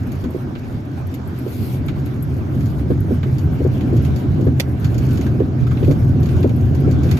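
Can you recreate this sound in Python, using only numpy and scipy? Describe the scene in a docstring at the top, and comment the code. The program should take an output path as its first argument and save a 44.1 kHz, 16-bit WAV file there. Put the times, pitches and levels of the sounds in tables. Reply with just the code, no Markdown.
"""Inside a car rolling slowly over wet cobblestones. The stones drum on the tyres and make the body
boom, and the suspension knocks on bumps. Behind that, wet tyres hiss and splash, loose plastic trim
ticks, creaks and rattles, and a wiper snaps back to rest once. Two microphone openings on a small
housing hear the treble differently."""
import sys
import numpy as np
from scipy import signal
from scipy.fft import rfft, irfft, next_fast_len
from scipy.io import wavfile
from scipy.ndimage import uniform_filter1d, map_coordinates

SR = 44100
rng = np.random.default_rng(int(sys.argv[2]) if len(sys.argv) > 2 else 0)


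def unload_wav(signal):
    """Save mono or channel-first audio to the path in sys.argv[1] as 16-bit WAV at rate SR, clipped to [-1, 1]."""
    wavfile.write(
        sys.argv[1],
        SR,
        np.round(np.clip(np.atleast_2d(signal).T, -1, 1) * 32767).astype(np.int16),
    )


N = 317079


def amp(db):
    """Turn decibels into a gain."""
    return 10 ** (np.asarray(db) / 20)


def unit(x):
    """Scale x to an average (rms) level of 1."""
    return x / np.sqrt(np.mean(np.abs(x) ** 2) + 1e-20)


def along(points, hz):
    """Read between (frequency, value) points on a log scale."""
    f, v = np.transpose(points)
    return np.interp(np.log(hz + 1), np.log(f + 1), v)


def curves(rows):
    """Join (time, values...) rows into one curve per value column."""
    times, *columns = np.transpose(rows)
    return [np.interp(np.arange(N) / SR, times, c) for c in columns]


def wobble(rate):
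    """A smooth curve through `rate` random points a second."""
    return map_coordinates(rng.standard_normal(int(N * rate / SR) + 4), [np.arange(N) * rate / SR])


def filtered(x, response):
    """Scale each frequency in x by response(frequency)."""
    m = next_fast_len(N + SR // 2)
    return irfft(rfft(x, m) * response(np.fft.rfftfreq(m, 1 / SR)), m)[..., :N]


def resonances(modes, f):
    """How strongly an object with these ringing notes (modes) answers at frequency f."""
    return sum((-1) ** k * amp(db) * 1j * f * width / (hz * hz - f * f + 1j * f * width)
               for k, (hz, width, db) in enumerate(modes))


def ring(x, modes, passes=1):
    """Let x ring an object; a second pass leaves less sound between its notes."""
    return filtered(x, lambda f: unit(resonances(modes, f) ** passes))


def band(f, low, high):
    """A gain that fades out below low and above high [Hz]."""
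    return (f / low) ** 4 / (1 + (f / low) ** 4) / (1 + (f / high) ** 4)


def rush(spectrum, patchy_db):
    """Two rushing noises that share random louder and softer patches."""
    noise = signal.stft(rng.standard_normal((2, N)), nperseg=512)[2]
    patches = uniform_filter1d(uniform_filter1d(rng.standard_normal(noise.shape[1:]), 8, 0), 8, 1)
    pair = signal.istft(noise * amp(patchy_db * unit(patches)), nperseg=512)[1][:, :N]
    return unit(filtered(pair, lambda hz: amp(along(spectrum, hz))))


def bursts(times, levels_db, fade, rise, snap_db=-60):
    """Puffs of noise that start with a snap and drop 60 dB in `fade` seconds."""
    t, envelope = np.arange(SR // 8) / SR, np.zeros(N + SR)
    snap = amp(snap_db - 60 * t / .0047)
    shape = (amp(-60 * t / fade) + snap) * (1 - np.exp(-t / rise))
    for s, db in zip(times, levels_db):
        envelope[round(s * SR):][:len(t)] += amp(db) * shape
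    return envelope[:N] * rng.standard_normal((2, N))


def evened(x, share):
    """Flatten a share of the chance swells in x."""
    size = np.sqrt(np.abs(uniform_filter1d(unit(x[0]) ** 2, size=900))) + .13
    return unit(x / size ** share)


# how the wet hiss rises and falls (time [s], level [dB])
HISS_LEVELS = [(0.0, -50.5), (0.82, -53), (1.4, -51.5), (1.58, -54), (1.96, -52), (3.08, -51.5),
               (4.06, -48), (4.71, -54), (4.83, -47.5), (4.98, -47), (5.13, -44.5), (5.41, -53),
               (5.65, -50.5), (5.81, -48), (6.17, -51.5), (6.37, -46), (6.51, -52.5), (6.73, -50.5),
               (7.19, -44.5)]
# tone of the road roar, the hiss and the fine spray (frequency [Hz], level [dB])
ROAR_TONE = [(240, -51), (400, -4.5), (510, -15.5), (601, -6), (668, -10), (728, -11.5), (870, -11),
             (2200, -23), (2860, -57), (4840, -120)]
HISS_TONE = [(880, -23), (1500, 7), (1630, 4.5), (1780, -56), (2220, 1), (5580, -10.5), (6920, -13.5),
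             (7540, -19), (9500, -29.5), (12400, -51), (20900, -120)]
SPRAY_TONE = [(6500, -63), (8000, -9), (9400, -6), (11100, -6.5), (11700, 0), (12500, -1), (14000, -6),
              (14350, -11), (14600, -69)]

def wet_tyres():
    """Road roar through the floor swells with the hiss and spray of wet tread; jolts make them flutter."""
    hiss_db, = curves(HISS_LEVELS)
    swell_db = hiss_db - hiss_db.mean()
    jolt = wobble(26)
    roar = amp(-40 + .5 * swell_db + .5 * jolt) * rush(ROAR_TONE, patchy_db=1.64)
    hiss = amp(hiss_db + 1.87 + .7 * jolt) * rush(HISS_TONE, patchy_db=2.1)
    spray = amp(-64 + .95 * swell_db + 3.8 * jolt + 1.3 * wobble(3.9)) * rush(SPRAY_TONE, patchy_db=2.5)
    return roar + hiss + spray


# splashes at full strength (start [s], end [s], level [dB])
SPLASHES = [(1.534, 1.748, -44.5), (2.586, 2.706, -54)]
# tone of the flying water (frequency [Hz], level [dB])
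SPLASH_TONE = [(1290, -34), (2200, -1), (3060, -6), (4570, -6), (5430, -11), (9200, -17), (12200, -4.5),
               (14300, -11), (14600, -71)]

def splashes():
    """The tyres throw up sheets of water that build, hold and quickly stop."""
    t = np.arange(N) / SR
    rise, fall = 98, 350  # dB per second
    envelope = sum(amp(db - rise * np.maximum(start - t, 0) - fall * np.maximum(t - end, 0))
                   for start, end, db in SPLASHES)
    return envelope * rush(SPLASH_TONE, patchy_db=2.5)


# creaking joints (time [s], level [dB], pitch [Hz])
CREAKS = [(0.24, -40, 1050), (0.974, -35, 780), (4.47, -42, 840), (5.264, -35.5, 1616),
          (5.666, -35.5, 1320), (5.711, -34, 1263), (5.829, -47, 840), (6.843, -37, 1344)]

def creaks():
    """Rubbing joints sound a brief, slightly rough note."""
    out, t = np.zeros((2, N + SR)), np.arange(SR // 12) / SR
    for s, db, hz in CREAKS:
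        drift = np.cumsum(rng.normal(0, .086, (2, len(t))), axis=1)
        envelope = amp(db + 6 - 60 * t / .096) * (1 - np.exp(-t / .002))
        out[:, round(s * SR):][:, :len(t)] += envelope * np.sin(2 * np.pi * hz * t + drift)
    return out[:, :N]


# rattles (time [s], level [dB], dashboard boost [dB], brightness [dB])
RATTLES = [(0.119, -43.5, -10, -1), (0.239, -40, 11, -5), (0.5517, -34.5, 5, -27), (1.1396, -38, -3, -4),
           (1.479, -48, 2, -2), (1.8832, -29.5, 5, -14.5), (2.061, -42, -6, -9), (2.607, -42.5, 6, -4),
           (2.658, -49, -2, 4), (2.7894, -43, 9, -21), (2.903, -45, 16, -18), (3.2303, -32.5, 7, -19),
           (3.3827, -39, 2, -1), (3.8084, -35.5, -9, -11), (3.965, -44.5, -1, 3), (4.0485, -36.5, -1, -5),
           (4.16, -40.5, -8, 0.5), (4.409, -44, -7, -3.5), (4.469, -44, 17, -8), (4.844, -31, 3, -6),
           (4.943, -41.5, 4, -2), (4.98, -38.5, -2, 0.5), (5.107, -44, 1, 0.5), (5.1726, -35.5, 2, -5),
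           (5.2111, -36, -4, -5.5), (5.2644, -37, 8, -9), (5.3986, -43.5, 13.5, -10), (5.668, -38, 3, -11),
           (5.7105, -39.5, 14, -10), (5.7708, -35, -12, -22), (5.829, -37.5, 8, -13), (5.845, -37, -6, -9),
           (5.872, -45, -6, -6), (5.91, -34.5, 6, -5), (6.23, -38.5, 0, -4), (6.2572, -38.5, 6, -5),
           (6.288, -37, -6, -11), (6.365, -41, -6, -6), (6.4283, -33, 3, -12), (6.473, -47, -6, -4),
           (6.4925, -39, 1, -10), (6.7477, -42.5, 4, 1), (6.911, -39, -5, 0), (7.0332, -38.5, -9, -3),
           (7.0894, -40, -10, -7), (7.112, -27.5, 2, -5.5), (7.1696, -32, 4, -8.5)]
# thin, high ticks (time [s], level [dB])
TICKS = [(0.0684, -45), (0.119, -42), (0.3057, -41.5), (1.0685, -43), (1.1415, -37.5), (1.273, -45),
         (1.3865, -38), (1.8612, -41), (2.0576, -41.5), (2.2238, -32), (3.0035, -41), (4.0213, -46),
         (4.4513, -46), (4.797, -42), (5.1292, -39), (6.202, -45.5), (6.4043, -43), (6.56, -43),
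         (6.8025, -42)]
# notes of the trim, dashboard, hard clips and the hollow under them (pitch [Hz], width [Hz], level [dB])
PLASTIC_NOTES = [(1894, 390, -0.5), (2460, 670, 3), (2790, 350, 5.5), (3660, 1360, -2)]
DASH_NOTES = [(1160, 520, 8.5), (1360, 160, -27), (1535, 210, 2)]
CLIP_NOTES = [(4450, 230, 4.5), (5600, 840, 1), (5990, 410, 4.5), (6770, 970, 1)]
HOLLOW_NOTES = [(8500, 1900, -17), (11580, 140, 0.5), (12600, 310, 0), (13200, 1900, -16)]

def loose_trim():
    """Loose plastic chatters: each tap rings the parts around it."""
    times, db, dash_db, bright_db = np.transpose(RATTLES)
    plastic = ring(bursts(times, db - 4, fade=.098, rise=.00025, snap_db=3), PLASTIC_NOTES, passes=2)
    dash = ring(bursts(times, db + dash_db - 5, fade=.085, rise=.0026), DASH_NOTES, passes=2)
    # faint taps at random times, stronger where the tyres hiss more
    when, size = rng.random((160, 2)).T
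    faint_times = when * N / SR
    hiss_db, = curves(HISS_LEVELS)
    swell_db = hiss_db[(when * N).astype(int)] - hiss_db.mean()
    clips = bursts(times, db + bright_db - 3, fade=.11, rise=.00034, snap_db=8.5)
    clips += bursts(faint_times, -53 + 1.2 * swell_db + 8 * size ** 2, fade=.023, rise=.0012)
    tick_times, tick_db = np.transpose(TICKS)
    hollow = bursts(times, db - 8 + .92 * bright_db, fade=.1, rise=.0004, snap_db=-1)
    hollow += bursts(tick_times, tick_db - 2.5, fade=.054, rise=.00092, snap_db=2)
    hollow += bursts(faint_times, -60 + .6 * swell_db + 9 * size ** 2, fade=.046, rise=.0033)
    return plastic + dash + ring(clips, CLIP_NOTES, passes=2) + ring(hollow, HOLLOW_NOTES)


# the wiper arm hitting its stop (time [s], level [dB])
WIPER_HITS = [(4.5985, -11), (4.602, -10), (4.6046, -12.5), (4.6084, -25), (4.6125, -24)]
# notes of the arm and the panel under it (pitch [Hz], width [Hz], level [dB])
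WIPER_NOTES = [(400, 190, 9.5), (800, 270, 4), (1250, 530, -7.5), (2040, 140, 6.5), (2500, 380, 1),
               (3530, 390, 1.5), (4400, 300, 1), (5940, 1100, -2), (8500, 10000, -11), (12250, 2800, -6)]

def wiper():
    """The arm drops to rest in a few sharp cracks that ring it and the panel."""
    times, db = np.transpose(WIPER_HITS)
    cracks = bursts(times, db, fade=.009, rise=.00015, snap_db=-5)
    tail = bursts(times[:1], db[:1] - 12.5, fade=.088, rise=.0019)
    arm = ring(cracks + tail, WIPER_NOTES)
    return arm - .26 * arm[::-1]  # it lands nearer the right microphone opening


# bumps in the road (time [s], level [dB])
BUMPS = [(0.241, -18), (0.346, -13), (1.4636, -12.5), (2.902, -7), (3.1068, -6.5), (3.6027, -10),
         (3.649, -5), (3.9, -18.5), (3.926, -10), (4.394, -10.5), (4.4668, -7.5), (5.403, -4),
         (5.8257, -8.5), (5.8784, -4), (5.9007, -5), (6.3939, -15), (6.4432, -1.5), (6.4992, -14),
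         (6.821, -17), (6.8758, -8), (7.0517, -15)]
# notes of one knock (pitch [Hz], level [dB], time to fade 60 dB [s], delay [s])
KNOCK_NOTES = [(360, -2, .065, .001), (405, -3, .055, .001), (235, -14, .05, .001), (490, -10, .05, .0055),
               (265, -1, .065, .0135), (470, -8, .03, .0135), (590, -13, .045, .0055),
               (770, -21, .04, .0055)]

def suspension():
    """A bump rings the mount, then the rebound rings its support; each knock differs a little."""
    out, t = np.zeros((2, N + SR)), np.arange(SR // 5) / SR
    attack = 1 - np.exp(-t / .002)
    for s, bump_db in BUMPS:
        changes_db = rng.normal(0, 2.5, len(KNOCK_NOTES))
        scatter_phase = np.array([[0], [rng.uniform(0, 2 * np.pi)]])
        tuning = rng.normal(.99, .025)
        for (hz, db, fade, delay), change_db in zip(KNOCK_NOTES, changes_db):
            envelope = amp(bump_db + db + change_db - 60 * t / fade) * attack
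            note = np.sin(2 * np.pi * tuning * hz * t + scatter_phase)
            out[:, round((s + delay) * SR):][:, :len(t)] += envelope * note
    return out[:, :N]


# how the rumble changes (time [s], boom level [dB], drumming level [dB], deep bass boost [dB])
RUMBLE_LEVELS = [(0.0, -23.5, -28.5, 3.5), (0.3, -30, -32, 5), (1.58, -26.5, -32, -1), (2.06, -24, -29, 0),
                 (3.5, -18, -28, 0), (4.12, -19, -24, -2.5), (4.24, -24, -25, 2.5),
                 (4.29, -16.5, -24.5, -0.5), (4.75, -22.5, -28, 0.5), (5.02, -17, -24, 1),
                 (5.53, -21, -26.5, 1), (5.87, -16.5, -24.5, 2), (6.63, -17.5, -24, 0),
                 (6.97, -17, -21, -2), (7.15, -13.5, -25, 0), (7.19, -26, -30, -2)]
# brief swells in the low boom (time [s], boost [dB])
BOOM_SWELLS = [(0.01, 8), (0.76, 8), (1.618, 12), (1.9, 3), (2.66, 3), (2.92, 4), (3.0, 0.5), (3.34, 3.5),
               (3.462, 3.5), (3.98, 3.5), (4.31, 1.5), (4.48, 6), (4.58, 6), (4.85, 8.5), (5.248, -1),
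               (5.63, 9), (5.81, 2.5), (5.89, 3), (6.22, 5), (6.37, 7), (6.65, 5), (6.87, 5), (7.14, 2)]
# notes of the car body and the air inside (pitch [Hz], width [Hz], level [dB])
BODY_NOTES = [(40.7, 18, -12.5), (51.9, 22, -13.5), (85.4, 16.5, -3.5), (122.5, 23.4, -1), (142.5, 30, -3)]
# notes of the floor and dashboard (pitch [Hz], width [Hz], level [dB])
PANEL_NOTES = [(190, 24.8, -1), (246, 32.2, 1), (295.5, 39.3, -2.5), (366.2, 62, -8.5), (565, 180, -19),
               (625, 74, -17.5), (747, 39, -20)]

def cobblestones():
    """Each stone edge gives a tyre a blow of random size: the body booms and the panels drum."""
    def edges(per_second):
        return (rng.random((2, N)) < per_second / SR) * rng.uniform(-1.034, 1, (2, N))

    boom_db, drum_db, deep_db = curves(RUMBLE_LEVELS)
    blows = edges(600)
    deep = filtered(blows, lambda f: resonances(BODY_NOTES[:2], f) * band(f, 45, 200))
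    upper = filtered(blows, lambda f: resonances(BODY_NOTES[2:], f) * band(f, 45, 200))
    boom = evened(upper + amp(deep_db) * deep, share=.59)
    drum = unit(filtered(edges(900), lambda f: resonances(PANEL_NOTES, f) * band(f, 170, 900)))
    t = np.arange(N) / SR
    swell_db = sum(db * np.exp(-((t - s) / .019) ** 2) for s, db in BOOM_SWELLS)
    boom *= amp(boom_db + 2.5 + swell_db + 1.8 * wobble(14))
    drum *= amp(drum_db + 2 + 1.34 * wobble(11))
    return boom + drum


def scene():
    """Row one is sound both microphone openings share; row two is sound scattered by the cabin."""
    return wiper() + cobblestones() + suspension() + wet_tyres() + splashes() + loose_trim() + creaks()


# how alike left and right sound (frequency [Hz], likeness [-1 to 1])
LIKENESS = [(45, .995), (95, 0.91), (300, 0.89), (520, 0.53), (900, -0.27), (1400, 0.077), (4500, 0.071),
            (6300, 0.61), (9300, 0.82), (11000, -0.0028), (14700, 0.14)]
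# how much louder the left is than the right (frequency [Hz], level [dB])
LEFT_BOOST = [(60, -0.6), (500, 0.4), (1200, -2.5), (2500, -1.5), (4500, -3), (6500, -3.5), (8500, -2.5),
              (10300, 7), (11500, 12), (14400, 12)]
# the highest treble fades out above about 14 kHz (frequency [Hz], level [dB])
TREBLE_FADE = [(14350, 0), (14700, -22), (15300, -34)]

def record(dry):
    """Each opening mixes shared and scattered sound; loud peaks round off and the top treble is cut."""
    angle = lambda hz: np.arccos(np.clip(along(LIKENESS, hz), -1, 1)) / 2
    shared, scattered = filtered(dry, lambda hz: np.array([np.cos(angle(hz)), np.sin(angle(hz))]))
    stereo = np.array([shared + scattered, shared - scattered])
    left_gain = lambda hz: amp(along(LEFT_BOOST, hz) / 2)
    stereo = filtered(stereo, lambda hz: np.array([left_gain(hz), 1 / left_gain(hz)]))
    rounded = stereo / (1 + np.abs(stereo / .95) ** 4) ** (1 / 4)
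    return filtered(rounded, lambda hz: amp(along(TREBLE_FADE, hz)) * (hz < 15300))


dry = scene()
out = record(dry)
unload_wav(out)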